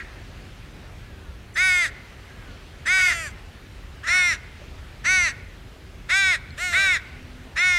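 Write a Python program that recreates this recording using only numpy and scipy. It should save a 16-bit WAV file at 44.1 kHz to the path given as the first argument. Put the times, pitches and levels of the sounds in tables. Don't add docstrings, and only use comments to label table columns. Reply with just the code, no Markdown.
import sys
import numpy as np
from scipy import signal
from scipy.fft import rfft, irfft
from scipy.io import wavfile
from scipy.ndimage import uniform_filter1d

SR = 44100
rng = np.random.default_rng(int(sys.argv[2]) if len(sys.argv) > 2 else 0)


def to_wav(s):
    ch = np.atleast_2d(s).T
    pcm = np.round(np.clip(ch, -1, 1) * 32767)
    wavfile.write(sys.argv[1], SR, pcm.astype(np.int16))


N = 343098
LEAD = SR // 2
EDGE_HZ = 15950


def gain_of(db):
    return 10 ** (np.asarray(db) / 20)


def evened(x):
    return x / np.sqrt(np.mean(x ** 2) + 1e-20)


def read(points, hz):
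    f, value = np.transpose(points)
    return np.interp(np.log(hz + 1), np.log(f + 1), value)


def add(mix, s, sound):
    part = mix[LEAD + round(s * SR):][:len(sound)]
    part += sound[:len(part)]


def drift(shape, samples):
    return evened(uniform_filter1d(uniform_filter1d(rng.standard_normal(shape), samples), samples))


def resonance(hz, centre_hz, width_hz):
    return (1j * width_hz * hz / (centre_hz ** 2 - hz ** 2 + 1j * width_hz * hz)) ** 2


GLIDE_HZ, ONSET_S, RELEASE_S = 119.8, .012, .036
ONSET_DB_PER_S, RELEASE_DB_PER_S, TREBLE_RELEASE_DB_PER_S = 600, 332, 450
SLACK_START_HZ = 250.6
FLUTTER_HZ, FLUTTER, FLUTTER_GROWTH_PER_S = 48, .0025, 2.5
CLOSE_AT_S, CLOSE_DB_PER_S = 0.044, 13


def effort(row, arch, law):
    start, length, held_hz, sag, bright_db = row
    rise_s, fall_s, push, push_s, push_width_s, slack_hz = arch
    t = np.arange(-ONSET_S, length + RELEASE_S, 1 / SR)
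    after = np.maximum(t - length, 0)
    pull = held_hz - sag * t + push * np.exp(-((t - push_s) / push_width_s) ** 2)
    pull = pull - GLIDE_HZ * (np.exp(-t / rise_s) + np.exp((t - length) / fall_s))
    floor_hz = np.where(t < push_s, SLACK_START_HZ, slack_hz)
    hz = uniform_filter1d(np.maximum(pull, floor_hz), size=200)
    flutter = np.sin(2 * np.pi * FLUTTER_HZ * t + drift(len(t), 900))
    hz = hz * (1 + FLUTTER * (1 + FLUTTER_GROWTH_PER_S * t) * flutter)
    pitch, *levels = np.transpose(law)
    fade_db = RELEASE_DB_PER_S * after + ONSET_DB_PER_S * np.maximum(-t, 0)
    sixth_db, fourth_db, upper_db = (
        uniform_filter1d(np.interp(pull, pitch, db), size=400) - fade_db for db in levels)
    fourth_db = fourth_db - CLOSE_DB_PER_S * np.maximum(t - CLOSE_AT_S, 0)
    upper_db = upper_db - TREBLE_RELEASE_DB_PER_S * after + bright_db
    return start - ONSET_S, hz, sixth_db, fourth_db, upper_db


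# [f/Hz, width/Hz]
THROAT = [(2134, 325), (1607, 273)]
# [order, level/dB]
PULSE = [(7, -6), (10, 2), (11, -3.5), (17, 2), (20, -6.5), (21, 1)]


def caw(row, pose, arch, law, pipe, follow, slack):
    start, hz, sixth_db, fourth_db, upper_db = effort(row, arch, law)
    notch, spacing_hz, tilt_db, favoured_hz, lift_db = pose
    order = np.arange(1, 59)[:, None]
    step = 32
    pitch = hz[::step]
    f = order * pitch
    upper, lower = (resonance(f * (370 / pitch) ** share, *mode) for mode, share in zip(THROAT, follow))
    upper_throat = gain_of(sixth_db[::step]) * abs(upper / upper[5])
    lower_throat = gain_of(fourth_db[::step]) * abs(lower / lower[3])
    throat = np.hypot(upper_throat, lower_throat)
    back = np.clip(notch, 0, .9) * np.clip(f / 3000 - .4, 0, 1) * np.exp(-2j * np.pi * f / spacing_hz)
    off_favoured = (f * (370 / pitch) ** (1 - slack) - favoured_hz) / 450
    head_db = tilt_db * np.log2(np.maximum(f / 4000, 1)) + lift_db * np.exp(-off_favoured ** 2)
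    shimmer_db = 2.6 * np.clip(order / 8, 0, 1) * drift(f.shape, 70)
    pulse_db = slack * sum(db * (order == round(k)) for k, db in PULSE)
    tube = gain_of(read(pipe, f) + head_db + shimmer_db + pulse_db) * abs(1 - back) * (f < EDGE_HZ)
    band = (f > 3200) & (f < 8000)
    tube *= gain_of(upper_db[::step]) / uniform_filter1d(np.sqrt((tube ** 2 * band).sum(0)), 40)
    lag = (np.angle(upper) + np.angle(lower)) / 2
    lag += rng.standard_normal(order.shape) * 1.7 * (order > 7) * (order < 36)
    lag += 1.1 * (order == 5)
    rasp_db = -30 + 23 * np.clip((345 - pitch) / 70, 0, slack)
    rasp_db = rasp_db + np.clip(1.2 * (order - 6), 0, 9) * (1.6 - .6 * slack)
    breath = gain_of(rasp_db) * (drift(f.shape, 2) + 1j * drift(f.shape, 2))
    weight = np.hypot(throat, tube) * np.exp(1j * lag) * (1 + breath)
    jitter = .0012 * drift(len(hz), 120) + .002 * drift(len(hz), 500)
    turns = np.cumsum(hz * (1 + jitter)) / SR
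    at, knots = np.arange(len(hz)), np.arange(0, len(hz), step)
    sound = np.zeros(len(hz))
    for k, w in zip(order[:, 0], weight):
        sound += (np.interp(at, knots, w) * np.exp(2j * np.pi * k * turns)).real
    return start, np.sqrt(2) * sound * signal.windows.tukey(len(hz), .12)


# [start t/s, length t/s, held pitch f/Hz, sag Hz/s, treble turned to the microphone level/dB]
NEAR = [
    (-.262, .268, 318, 39, -18),
    (1.559, 0.32, 365.5, 16, -1.3),
    (2.86, 0.28, 362.7, -42, -1.5),
    (4.069, 0.28, 351.6, -42.5, 0.2),
    (5.047, 0.26, 371.8, 80.5, 0.5),
    (6.094, .268, 376.5, -41.5, 0),
    (6.727, 0.25, 380.5, 2.5, -0.6),
    (7.563, 0.28, 351.5, -40.5, -1),
]
# [notch depth 0-1, windpipe notch spacing f/Hz, treble tilt dB/octave,
# favoured f/Hz, its lift level/dB]
NEAR_POSE = [(.5, 1480, -11, 2250, 11), (.6, 1412, 2.5, 3650, 0.5), (.6, 1423, 1.5, 3780, 0),
             (.75, 1603, -0.2, 5770, 5), (.85, 1716, -2, 5980, 6), (.5, 1490, -2, 3480, 3.5),
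             (.55, 1523, -1, 3660, 5), (.65, 1550, -2.5, 6000, 6)]
# [rise t/s, fall t/s, push f/Hz, push at t/s, push width t/s, slack end pitch f/Hz]
NEAR_ARCH = (.0161, .0312, 13, .0946, .0511, 272)
# [pitch f/Hz, 6th partial, 4th partial, upper partials level/dB]
NEAR_EFFORT = [(261, -41.5, -58, -45), (295.7, -26, -42, -34), (337, -21.5, -34.5, -31),
               (352, -20.5, -31, -31), (365.8, -19.5, -25.5, -30), (378.6, -22, -22.5, -28.5),
               (404, -27, -22, -27)]
# [f/Hz, level/dB]
NEAR_PIPE = [(330, -41), (500, 9), (750, 2.5), (1150, 4.5), (2600, 17.5), (3000, 4), (3600, 10.5),
             (4500, 6), (6000, 4.5), (8000, 1.5), (10000, -6), (12000, -16), (15500, -30)]


def near_crow(mix):
    for row, pose in zip(NEAR, NEAR_POSE):
        add(mix, *caw(row, pose, NEAR_ARCH, NEAR_EFFORT, NEAR_PIPE, follow=(.55, .7), slack=1.0))


def shore(x, bank_s=0.255, bank_spread_s=0.026, bank_db=9, t60=0.57, dull_hz=3500, stir=0.48):
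    taps, count = np.zeros(SR), (SR - 1) // 40
    places = np.arange(0, SR - 40, 40) + rng.integers(0, 40, count)
    taps[places] = rng.choice([-1., 1.], count)
    t = np.arange(SR) / SR
    bank = bank_db * np.exp(-((t - bank_s) / bank_spread_s) ** 2)
    taps *= gain_of(bank - 60 * t / t60) * np.clip(t / 0.088 - .5, 0, 1)
    taps = signal.lfilter(*signal.butter(2, dull_hz, fs=SR), taps)
    stirred = x * (1 + stir * drift(len(x), 70))
    return signal.fftconvolve(stirred, taps / np.linalg.norm(taps))[:len(x)]


# [f/Hz, level/dB per Hz]
BAY = [(18, -18), (25, -31), (32, -1), (40, -4.5), (70, 1), (110, -5), (180, -12.5), (400, -18.5),
       (1000, -23), (1700, -21.5), (2600, -23.5), (4200, -29.5), (6500, -37), (10000, -44), (15700, -50.5)]
BAY_DB = -41.5
# [t/s, level/dB]
WASH = [(0, 0), (.8, -1.5), (1.4, -4.5), (2.3, -0.5), (3.7, -2.5), (4.8, -1), (5.8, -3.5), (7.3, -1),
        (7.78, -3.5)]


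def bay():
    frames, hz = N // 256 + 5, np.fft.rfftfreq(1024, 1 / SR)
    a, b, patches = rng.standard_normal((frames, 513, 3)).T
    patches = evened(uniform_filter1d(uniform_filter1d(patches, 12, 0), 14, 1))
    swell_db = np.interp(np.arange(frames) * 256 / SR, *np.transpose(WASH))
    share = np.clip(hz / 900, 0, 1) * np.clip(1.6 - hz / 8000, 0, 1)
    z = (a + 1j * b) * gain_of(1.3 * patches + share[:, None] * swell_db)
    flat = signal.istft(z, nperseg=1024, noverlap=768)[1][:N]
    colour = gain_of(read(BAY, np.fft.rfftfreq(N, 1 / SR)))
    return gain_of(BAY_DB) * evened(irfft(rfft(flat) * colour, N))


# [from t/s, to t/s, f/Hz, level/dB]
HUM = [
    (-1, 8.9, 381, -64),
    (7.05, 7.55, 252, -54),
    (-1, 8.9, 44, -50.5),
]


def hum():
    t, out = np.arange(N) / SR, np.zeros(N)
    for s0, s1, hz, db in HUM:
        on = np.clip(np.minimum(t - s0, s1 - t) / .08, 0, 1)
        turns = np.cumsum(hz * (1 + 0.00612 * drift(N, 4000))) / SR
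        out += on * gain_of(db + 2.8 * drift(N, 3000)) * np.sqrt(2) * np.cos(2 * np.pi * turns)
    return out


# [t/s, f/Hz, level/dB, t60 t/s]
KNOCKS = [
    (0.277, 2920, -52, .015),
    (1.43, 9000, -53, .008),
    (4.615, 584, -37.5, 0.067),
    (5.65, 8000, -58, .008),
    (6.506, 4230, -35.5, 0.015),
    (6.771, 497, -33.5, 0.038),
]


def knocks(mix):
    t = np.arange(4000) / SR
    for s, hz, db, t60 in KNOCKS:
        ring = gain_of(db - 60 * t / t60) * np.sin(2 * np.pi * hz * t)
        add(mix, s, ring * np.clip(t * hz / 0.78, 0, 1))


# [start t/s, length t/s, top of the strongest partial f/Hz, sag Hz/s, level/dB]
FAR = [
    (1.001, .38, 1710, 1300, -58.5),
    (2.302, 0.29, 1697, 1760, -54.5),
]
FAR_RISE_S, FAR_RISE_HZ, FAR_RELEASE_S = .06, 111, 0.062


def far_crow(mix):
    for start, length, top_hz, sag, level_db in FAR:
        t = np.arange(0, length, 1 / SR)
        hz = top_hz - FAR_RISE_HZ * np.maximum(1 - t / FAR_RISE_S, 0) - sag * np.maximum(t - FAR_RISE_S, 0)
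        db = level_db - 12 * np.maximum(1 - (length - t) / FAR_RELEASE_S, 0)
        phase = 2 * np.pi * np.cumsum(hz * (1 + .02 * drift(len(hz), 150))) / SR
        lines = np.cos(phase) + .5 * np.cos(phase * 6 / 5) + 0.47 * np.cos(phase * 4 / 5)
        add(mix, start, gain_of(db + 1.7 * drift(len(hz), 300)) * evened(lines))


BEHIND = [
    (2.966, .345, 354.5, 22, 1.5),
    (4.029, .35, 359.3, 431, -6),
    (6.572, .35, 355.5, 79.92, 2),
]
BEHIND_POSE = [(0.75, 1320, 2.4, 2580, 8.3), (0.28, 1500, -1.8, 2960, 0.67), (0.34, 1610, 1.8, 4300, 4.6)]
BEHIND_ARCH = (.0195, .06, 20, .0768, .0569, 248)
BEHIND_EFFORT = [(250.5, -53, -57, -57.5), (284, -34.5, -47.5, -44.5), (305, -36, -44, -45.5),
                 (341.5, -34.5, -37, -40), (362, -27, -32, -38.5), (377, -31, -31, -35.5)]
# [f/Hz, level/dB]
BEHIND_PIPE = [(300, -29), (600, 13), (750, 5), (1100, -19), (2700, 13), (3500, 1.5), (4600, 1), (6500, 3),
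               (8000, 2.5), (10000, -11.5), (12000, -13), (15500, -29)]


def behind_crow(mix):
    for row, pose in zip(BEHIND, BEHIND_POSE):
        add(mix, *caw(row, pose, BEHIND_ARCH, BEHIND_EFFORT, BEHIND_PIPE, follow=(.95, .9), slack=0.51))


def scene():
    crows = np.zeros(N + LEAD)
    near_crow(crows)
    behind_crow(crows)
    crows += gain_of(-32.5) * shore(crows)
    knocks(crows)
    far_crow(crows)
    return np.tile(crows[LEAD:] + bay() + hum(), (2, 1))


def noise_fill(x, loud_db=-32, loud_share=.22, quiet_share=.009, band_share=.4):
    window = signal.windows.kaiser_bessel_derived(2048, 4 * np.pi)
    hz, t, z = signal.stft(x, SR, window, nperseg=2048, noverlap=1024)
    loud = 10 * np.log10((abs(z[0]) ** 2).sum(0) + 1e-12) > loud_db
    gliding = loud & ~np.roll(loud, 3)
    frame = rng.random(len(t)) < np.where(loud, loud_share, quiet_share) * (1 + 2 * gliding)
    band = (hz // 1400).astype(int)
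    chosen = (rng.random((band.max() + 1, len(t))) < band_share)[band] & frame
    chosen &= band[:, None] > np.where(loud & ~gliding, 4, 2)
    level = np.sqrt(abs(uniform_filter1d(abs(z) ** 2, 30, 1)))
    noise = level * (rng.standard_normal(z.shape) + 1j * rng.standard_normal(z.shape))
    filled = np.where(chosen, noise, z)
    return signal.istft(filled, SR, window, nperseg=2048, noverlap=1024)[1][:, :N]


def top_cut(x):
    return signal.sosfilt(signal.butter(12, 15750, fs=SR, output="sos"), x)


def record(dry):
    low_pass = signal.firwin(511, EDGE_HZ, window=("kaiser", 9), fs=SR)
    x = signal.oaconvolve(dry, low_pass[None], "same")
    return top_cut(noise_fill(x))


dry = scene()
out = record(dry)
to_wav(out)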